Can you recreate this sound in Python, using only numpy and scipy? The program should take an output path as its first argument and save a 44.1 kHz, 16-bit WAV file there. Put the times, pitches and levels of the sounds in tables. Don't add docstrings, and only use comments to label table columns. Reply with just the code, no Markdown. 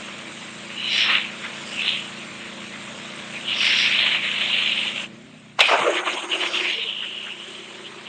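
import sys
import numpy as np
from scipy import signal
from scipy.fft import rfft, irfft, next_fast_len
from scipy.io import wavfile
from scipy.ndimage import uniform_filter1d, map_coordinates

SR = 44100
rng = np.random.default_rng(int(sys.argv[2]) if len(sys.argv) > 2 else 0)


def to_wav(sig):
    pcm = np.clip(np.atleast_2d(sig), -1, 1) * 32767
    pcm = np.round(pcm).astype(np.int16)
    wavfile.write(sys.argv[1], SR, pcm.T)


N = 356328
TIME_S = np.arange(N) / SR
TRIGGER_OFF_S, TRIGGER_ON_S, LOUD_ENDS_S = 5.06, 5.587, 6.74


def amp(db):
    return 10 ** (np.asarray(db) / 20)

def unit(x):
    return x / np.sqrt(np.mean(x ** 2) + 1e-20)

def mix_db(*levels_db):
    return 10 * np.log10(sum(amp(db) ** 2 for db in levels_db))

def eq(points, hz):
    freq_hz, gain_db = np.transpose(points)
    return amp(np.interp(np.log(hz + 1), np.log(freq_hz + 1), gain_db))

def hump(hz, centre_hz, octaves, steep):
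    return np.exp(-np.abs(np.log2((hz + 1) / centre_hz) / np.clip(octaves, .008, 3)) ** steep)

def curves(rows):
    time_s, *columns = np.transpose(rows)
    return [np.interp(TIME_S, time_s, column) for column in columns]

def bursts(tables, edge_s=0.022):
    rows = []
    for table in tables:
        first, last = table[0], table[-1]
        rows += [(first[0] - edge_s, -100, *first[2:]), *table, (last[0] + edge_s, -100, *last[2:])]
    return curves(rows)

def swell(peak_s, length_ms):
    return np.exp(-(2000 * (TIME_S - peak_s) / length_ms) ** 2)

def wobble(rate):
    return map_coordinates(rng.standard_normal(int(N * rate / SR) + 4), [np.arange(N) * rate / SR])

def filtered(x, response):
    size = next_fast_len(N + 8192)
    return irfft(rfft(x, size) * response(np.fft.rfftfreq(size, 1 / SR)), size)[:N]

def rush(shape, patchy_db, grain_db, grain_rate):
    grain = amp(grain_db * wobble(grain_rate))
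    hz, frame_s, spectra = signal.stft(grain * rng.standard_normal(N), SR, nperseg=512)
    field = uniform_filter1d(rng.standard_normal(spectra.shape), size=5, axis=0)
    field = unit(uniform_filter1d(field, size=7, axis=1))
    at = np.minimum(frame_s * SR, N - 1).astype(int)
    colour = shape(hz[:, None], at) * np.ones(spectra.shape)
    colour /= np.sqrt(np.mean(colour ** 2, axis=0))
    patches = amp((patchy_db * np.ones(N))[at] * field)
    return unit(signal.istft(spectra * colour * patches, SR, nperseg=512)[1][:N])


def firing_rate(free_s, loaded_s, unloaded):
    governed_hz, race_hz, bog_hz = 28.36, 3.6, .9
    run_up_s, settle_hz_per_s, recover_s = .15, 8.5, .25
    race = race_hz * np.sin(np.pi / 2 * np.minimum(free_s / run_up_s, 1)) ** 2
    settle = settle_hz_per_s * np.clip(free_s - run_up_s, 0, 1)
    bog = bog_hz * np.exp(-loaded_s / recover_s)
    return governed_hz + unloaded * (race - settle) - (1 - unloaded) * bog

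# time_s, level_db, lift_db
ENGINE_FADER = [(0, -44, -9), (3.3, -42, -9.5), (5.1, -43.5, -2), (5.56, -44.5, -1.5), (5.7, -56, 5),
                (6.2, -54, 3), (6.8, -50.5, 9.5), (7.4, -50.5, 11), (8.08, -48.5, 8.5)]
# multiple_of_firing_rate, level_db
EXHAUST_ORDERS = [(1, -35), (2, -20.5), (3, -22), (4, -10.5), (5, -3), (6, -6), (7, 4), (8, 3.5), (9, -4),
                  (10, -11.5), (11, -7), (12, 1.5), (13, -9), (14, -29.5), (15, -31.5), (16, -5.5),
                  (17, -13.5), (18, -17.5), (19, -6.5), (20, -6.5), (21, -12.5)]
# freq_hz, gain_db
CLATTER_EQ = [(15, -52.5), (25, -30), (91, -19.5), (120, -9.5), (223, -12.5), (279, -14), (308, -12),
              (493, -28), (617, -16), (811, -26.5), (2610, -37), (8390, -51.5), (9500, -54.5),
              (12400, -93.5), (20900, -120)]

def engine():
    lag_s, thins_s, lift_hz = .08, .25, 388
    free_s = np.clip(TIME_S - TRIGGER_OFF_S - lag_s, 0, None)
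    loaded_s = np.clip(TIME_S - TRIGGER_ON_S, 0, None)
    unloaded = np.exp(-(loaded_s / .05) ** 2)
    rate = firing_rate(free_s, loaded_s, unloaded)
    free = unloaded * np.tanh(free_s / thins_s)
    level_db, lift_db = curves(ENGINE_FADER)
    slope_db = -1.5 - 13 * free
    hunting_hz = 0.049 + 0.18 * np.abs(rate - rate[0])
    phase = 2 * np.pi * np.cumsum(rate + hunting_hz * wobble(10)) / SR
    exhaust = np.zeros(N)
    for order, db in EXHAUST_ORDERS:
        colour_db = slope_db * abs(np.log2(order / 4)) + lift_db * hump(order * rate[0], lift_hz, .13, 2)
        smear = np.pi / 4 * order ** 2
        exhaust += amp(db + colour_db + 0.91 * wobble(5)) * np.sin(order * phase - smear)
    clatter = rush(lambda hz, i: eq(CLATTER_EQ, hz), patchy_db=-1.5, grain_db=-1.0, grain_rate=120)
    clatter_db = -8 + 0.44 * slope_db - 0.16 * lift_db
    return amp(level_db + 6 * free) * (unit(exhaust) + amp(clatter_db) * clatter)


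def loud_passage():
    return 1. * (TIME_S > TRIGGER_ON_S) * (TIME_S < LOUD_ENDS_S)

def trigger_db():
    travel_s, drip_db, fade_db_per_s = 0.042, -13, -8
    closing = np.clip((TIME_S - TRIGGER_OFF_S) / travel_s + .5, 0, 1)
    opening = np.clip((TRIGGER_ON_S - TIME_S) / travel_s + .5, 0, 1)
    return closing * opening * (drip_db + fade_db_per_s * (TIME_S - TRIGGER_OFF_S))

# centre_s, depth_db, length_ms
FAN_SPUTTERS = [(4.2, -5, 60), (4.936, -5.5, 33), (5.632, 0, 16), (5.8, -2.5, 27), (5.86, -3.5, 19),
                (5.93, -3.5, 23), (5.77, -2.5, 23), (6.03, -18, 46), (6.16, -5, 32), (6.215, -3.5, 24),
                (6.279, -16.5, 39), (6.385, -8, 38), (6.505, -10, 61), (6.775, -3.5, 50), (7.36, -4, 43)]

def breakup_db():
    return sum(db * swell(s, ms) for s, db, ms in FAN_SPUTTERS)


# centre_hz, half_width_oct, level_db
HIGH_BANDS = [(6550, .06, -44), (8600, 0.01, -50.5)]

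def high_bands():
    out = np.zeros(N)
    for centre_hz, octaves, db in HIGH_BANDS:
        flicker = amp(db - 5.7 * np.abs(wobble(14)))
        band = rush(lambda hz, i: hump(hz, centre_hz, octaves, 2),
                    patchy_db=.8, grain_db=1.0, grain_rate=100)
        out += flicker * band
    return loud_passage() * amp(.3 * breakup_db()) * out


# start_s, length_s, level_db, level_change_db, pitch_hz
LOW_HUMS = [(5.844, 0.31, -32.5, -2, 352), (6.239, .46, -35.5, -3, 352), (6.763, 0.036, -41, -1, 459),
            (7.0, 1.04, -55, 9.5, 375)]

def low_hum():
    ramp_s = .04
    notes = [[(s - ramp_s, db - 20, hz), (s, db, hz),
              (s + length, db + change, hz), (s + length + ramp_s, db + change - 20, hz)]
             for s, length, db, change, hz in LOW_HUMS]
    level_db, pitch_hz = bursts(notes, edge_s=.002)
    phase = 2 * np.pi * np.cumsum(pitch_hz) / SR
    tone = unit((0.6 + wobble(90)) * np.cos(phase) + wobble(90) * np.sin(phase))
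    return amp(level_db + .3 * breakup_db()) * tone


# freq_hz, gain_db
CORNER_EQ = [(200, -4), (400, 0), (570, 2), (800, -4.5), (1100, -1), (1600, -1), (2500, 8)]
# time_s, level_db
CHURN_FADER = [(5.59, -20.5), (5.665, -38), (5.72, -20.5), (5.9, -25), (6.0, -29), (6.2, -36),
               (6.38, -33.5), (6.452, -29.5), (6.5, -33), (6.8, -55), (7.3, -57), (8.08, -50)]

def churn():
    backsplash_db = bursts(FLARE_PASSES)[0] - 23
    level_db = mix_db(bursts([CHURN_FADER])[0], backsplash_db)
    water = rush(lambda hz, i: hump(hz, 888, 1.0, 1.95) * eq(CORNER_EQ, hz),
                 patchy_db=3.0, grain_db=1.5, grain_rate=140)
    return amp(level_db + 0.13 * breakup_db() + 0.51 * wobble(30)) * water


# peak_s, level_db, centre_hz, half_width_oct, length_ms
GUSH_CUES = [(0.861, -29, 2950, 0.059, 170), (.92, -31.5, 3960, 0.06, 220), (1.03, -36, 5360, 0.052, 110),
             (1.115, -24.5, 1290, .9, 105), (1.455, -30, 1560, 0.74, 53), (1.798, -24, 2580, 0.089, 37),
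             (3.362, -31, 2370, 0.26, 50), (4.152, -33, 1190, 0.88, 59), (5.594, -20.5, 890, 0.38, 9.6),
             (5.612, -18.5, 760, 0.52, 16), (5.635, -29, 704, .5, 13), (5.697, -17.5, 990, 0.7, 27),
             (5.715, -20, 730, 0.76, 18), (5.737, -14.5, 740, 0.93, 20), (5.762, -28, 560, 0.38, 12),
             (5.795, -19.5, 760, 1.1, 16), (5.815, -32.5, 220, 0.55, 42), (5.835, -31, 650, 0.82, 22),
             (5.885, -20, 520, 0.49, 59), (5.94, -33, 1000, 0.38, 24), (6.0, -32, 850, 1.1, 25),
             (6.08, -24.5, 1000, 0.73, 32), (6.14, -40, 250, 0.25, 57), (6.19, -32, 3160, 0.11, 45),
             (6.33, -32, 3100, .2, 33), (6.865, -41, 460, 0.11, 40), (7.04, -36, 1560, 0.52, 38),
             (7.28, -37.5, 1490, 0.43, 40), (7.865, -36, 3000, 0.24, 41), (8.08, -35, 2910, 0.29, 38)]

def gushes():
    out, span = np.zeros(N + SR), SR // 2
    t = (np.arange(span) - span // 2) / SR
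    hz = np.fft.rfftfreq(span, 1 / SR)
    for peak_s, db, centre_hz, octaves, ms in GUSH_CUES:
        colour = hump(hz, centre_hz, octaves, 1.55) * eq(CORNER_EQ, hz)
        noise = unit(irfft(rfft(rng.standard_normal(span)) * colour, span))
        envelope = amp(db) * np.exp(-(2000 * t / ms) ** 2)
        out[round(peak_s * SR) - span // 2:][:span] += envelope * noise
    return out[:N]


# start_s, level_db, decay_ms
SLAP_HITS = [(5.592, -3.5, 34), (5.605, 6.5, 39)]
# freq_hz, gain_db
SLAP_EQ = [(88, -67), (150, -34), (296, -31), (696, -12), (1330, -7), (2490, -1.5), (3780, -4), (4830, -22),
           (7210, -20), (9700, -49), (12600, -79), (21300, -120)]

def slaps():
    attack_s, trim_db = 0.0016, -8
    envelope = np.zeros(N)
    for start_s, db, decay_ms in SLAP_HITS:
        age_s = np.clip(TIME_S - start_s, 0, None)
        decay = amp(db + trim_db - 60 * age_s / (decay_ms / 1000))
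        envelope += decay * (1 - np.exp(-age_s / attack_s))
    return envelope * unit(filtered(rng.standard_normal(N), lambda hz: eq(SLAP_EQ, hz)))


# time_s, level_db
SPRAY_FADER = [(0, -37), (.6, -38), (1.5, -35.5), (2.7, -38), (4.2, -33.5), (5.06, -35.5), (5.6, -35.5),
               (6.3, -38.5), (6.65, -31.5), (6.78, -44), (7.4, -41), (8.08, -42)]
# freq_hz, gain_db
HISS_EQ = [(180, -37.5), (300, 3.5), (348, -7), (368, -16), (582, -0.5), (723, -10), (1070, -4),
           (1550, -4.5), (2450, -1), (4060, -6), (4600, -13.5), (5980, -52), (10100, -120)]
# peak_s, level_db, length_ms
DROPLET_SHOWERS = [(.985, -31.5, 140), (1.74, -49.5, 490), (3.64, -29.5, 140), (3.81, -31.5, 250),
                   (5.611, -34, 32), (5.7, -35, 120), (5.96, -50, 62), (6.14, -43, 30), (6.56, -40.5, 390)]
# time_s, level_db
SHEEN_FADER = [(0, -49.5), (1.3, -50.5), (1.76, -46.5), (2.4, -51.5), (3.5, -48.5), (5.06, -47),
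               (5.6, -42.5), (6.64, -47.5), (6.8, -56.5), (7.6, -52), (8.08, -56)]
# freq_hz, gain_db
SHEEN_EQ = [(5200, -20), (6100, -2.5), (7200, 0.5), (7800, -1.5), (8100, -20), (8170, 3.5), (8350, -1.5),
            (8750, -6.5), (8870, -21), (9580, -15), (9700, -48), (10000, -120)]

def spray():
    hiss = rush(lambda hz, i: eq(HISS_EQ, hz) / (1 + (hz / 4500) ** 12),
                patchy_db=1.65, grain_db=1.26, grain_rate=260)
    sizzle = rush(lambda hz, i: hump(hz, 4975, 0.26, 4.9), patchy_db=2.4, grain_db=1.0, grain_rate=340)
    sheen = rush(lambda hz, i: eq(SHEEN_EQ, hz), patchy_db=1.85, grain_db=1.14, grain_rate=150)
    level_db = curves(SPRAY_FADER)[0] + trigger_db()
    sheen_db = curves(SHEEN_FADER)[0] + 1.19 * trigger_db()
    dips_db = breakup_db()
    showers = sum(amp(db) * swell(s, ms) for s, db, ms in DROPLET_SHOWERS)
    sizzle_gain = np.hypot(amp(level_db - 17 + .6 * dips_db - 3 * loud_passage()), showers)
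    sheen_gain = np.hypot(amp(sheen_db), amp(-15) * showers)
    shimmer = amp(0.33 * dips_db + 0.55 * wobble(16))
    return amp(level_db + dips_db) * hiss + sizzle_gain * sizzle + sheen_gain * shimmer * sheen


# centre_hz, half_width_oct, added_gain
FLARE_PEAKS = [(2960, 0.049, 0.27), (4050, 0.017, 0.93)]
# time_s, level_db, centre_hz
FLARE_PASSES = [
    [(.7, -45.5, 2610), (.81, -32.5, 2760), (.984, -18, 2920), (1.1, -19, 2600), (1.18, -21.5, 2430),
     (1.23, -27, 2750), (1.3, -37, 2500)],
    [(1.7, -41, 2780), (1.81, -28, 2700), (1.88, -21, 3050), (1.95, -24, 2950), (2.08, -40, 2780)],
    [(3.4, -43.5, 2700), (3.474, -27, 3090), (3.69, -18, 2560), (3.77, -19.5, 2810), (4.1, -19.5, 2750),
     (4.24, -24.5, 2480), (4.54, -21.5, 2910), (4.9, -25, 2760), (5.06, -32.5, 2810)],
    [(5.6, -17.5, 2740), (5.92, -31, 2560), (5.99, -23, 2440), (6.07, -24, 2510), (6.25, -31, 2960),
     (6.32, -26.5, 2770), (6.46, -22, 2580), (6.55, -24.5, 3010), (6.62, -27.5, 2480), (6.74, -23.5, 2870),
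     (6.98, -29.5, 3040), (7.32, -35, 2750), (7.48, -39.5, 3070), (7.84, -49.5, 3020)],
]

def flares():
    drawn_back_s, high_cut_hz = (6.81, 7.06), 4146
    level_db, centre_hz = bursts(FLARE_PASSES)
    octaves = np.clip(0.44 + 0.03 * (level_db + 24) + .6 * np.log2(2900 / centre_hz), .15, 1)
    octaves = np.maximum(octaves * np.interp(TIME_S, drawn_back_s, [1, 0.54]), .2)

    def colour(hz, i):
        peaks = 1 + sum(gain * hump(hz, peak_hz, width, 2.2) for peak_hz, width, gain in FLARE_PEAKS)
        return hump(hz, centre_hz[i], octaves[i], 1.52) * peaks / (1 + (hz / high_cut_hz) ** 24)

    gurgle_db = 1.1 * loud_passage()
    tear = rush(colour, patchy_db=1.5 + gurgle_db, grain_db=2.0, grain_rate=260)
    return amp(level_db + 1.24 * breakup_db() + 0.7 * wobble(30)) * tear


def scene():
    return (engine() + spray() + high_bands() + flares() + churn() + low_hum() + gushes() + slaps())[None]


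# freq_hz, gain_db
FIZZ_EQ = [(9600, -120), (10200, -33), (11800, -19.5), (12100, -0.5), (14000, -4.5), (16000, -5.5)]

def record(dry):
    ceiling, low_cut_hz, high_cut_hz, band_limit_hz = .8, 45, 9620, 15800
    rounded = dry[0] / (1 + np.abs(dry[0] / ceiling) ** 4) ** (1 / 4)
    heard = filtered(rounded, lambda hz: 1 / (1 + (hz / high_cut_hz) ** 150))
    heard = filtered(heard, lambda hz: hz ** 2 / (hz ** 2 + low_cut_hz ** 2))
    treble = filtered(heard, lambda hz: hz > 1500)
    treble_rms = np.sqrt(np.abs(uniform_filter1d(treble ** 2, size=300)))
    fizz = unit(filtered(rng.standard_normal(N), lambda hz: eq(FIZZ_EQ, hz)))
    fizz_gain = amp(-50.5) * treble_rms * (1 + (treble_rms / 0.15) ** 2)
    return filtered(heard + fizz_gain * fizz, lambda hz: hz < band_limit_hz)[None]


dry = scene()
out = record(dry)
to_wav(out)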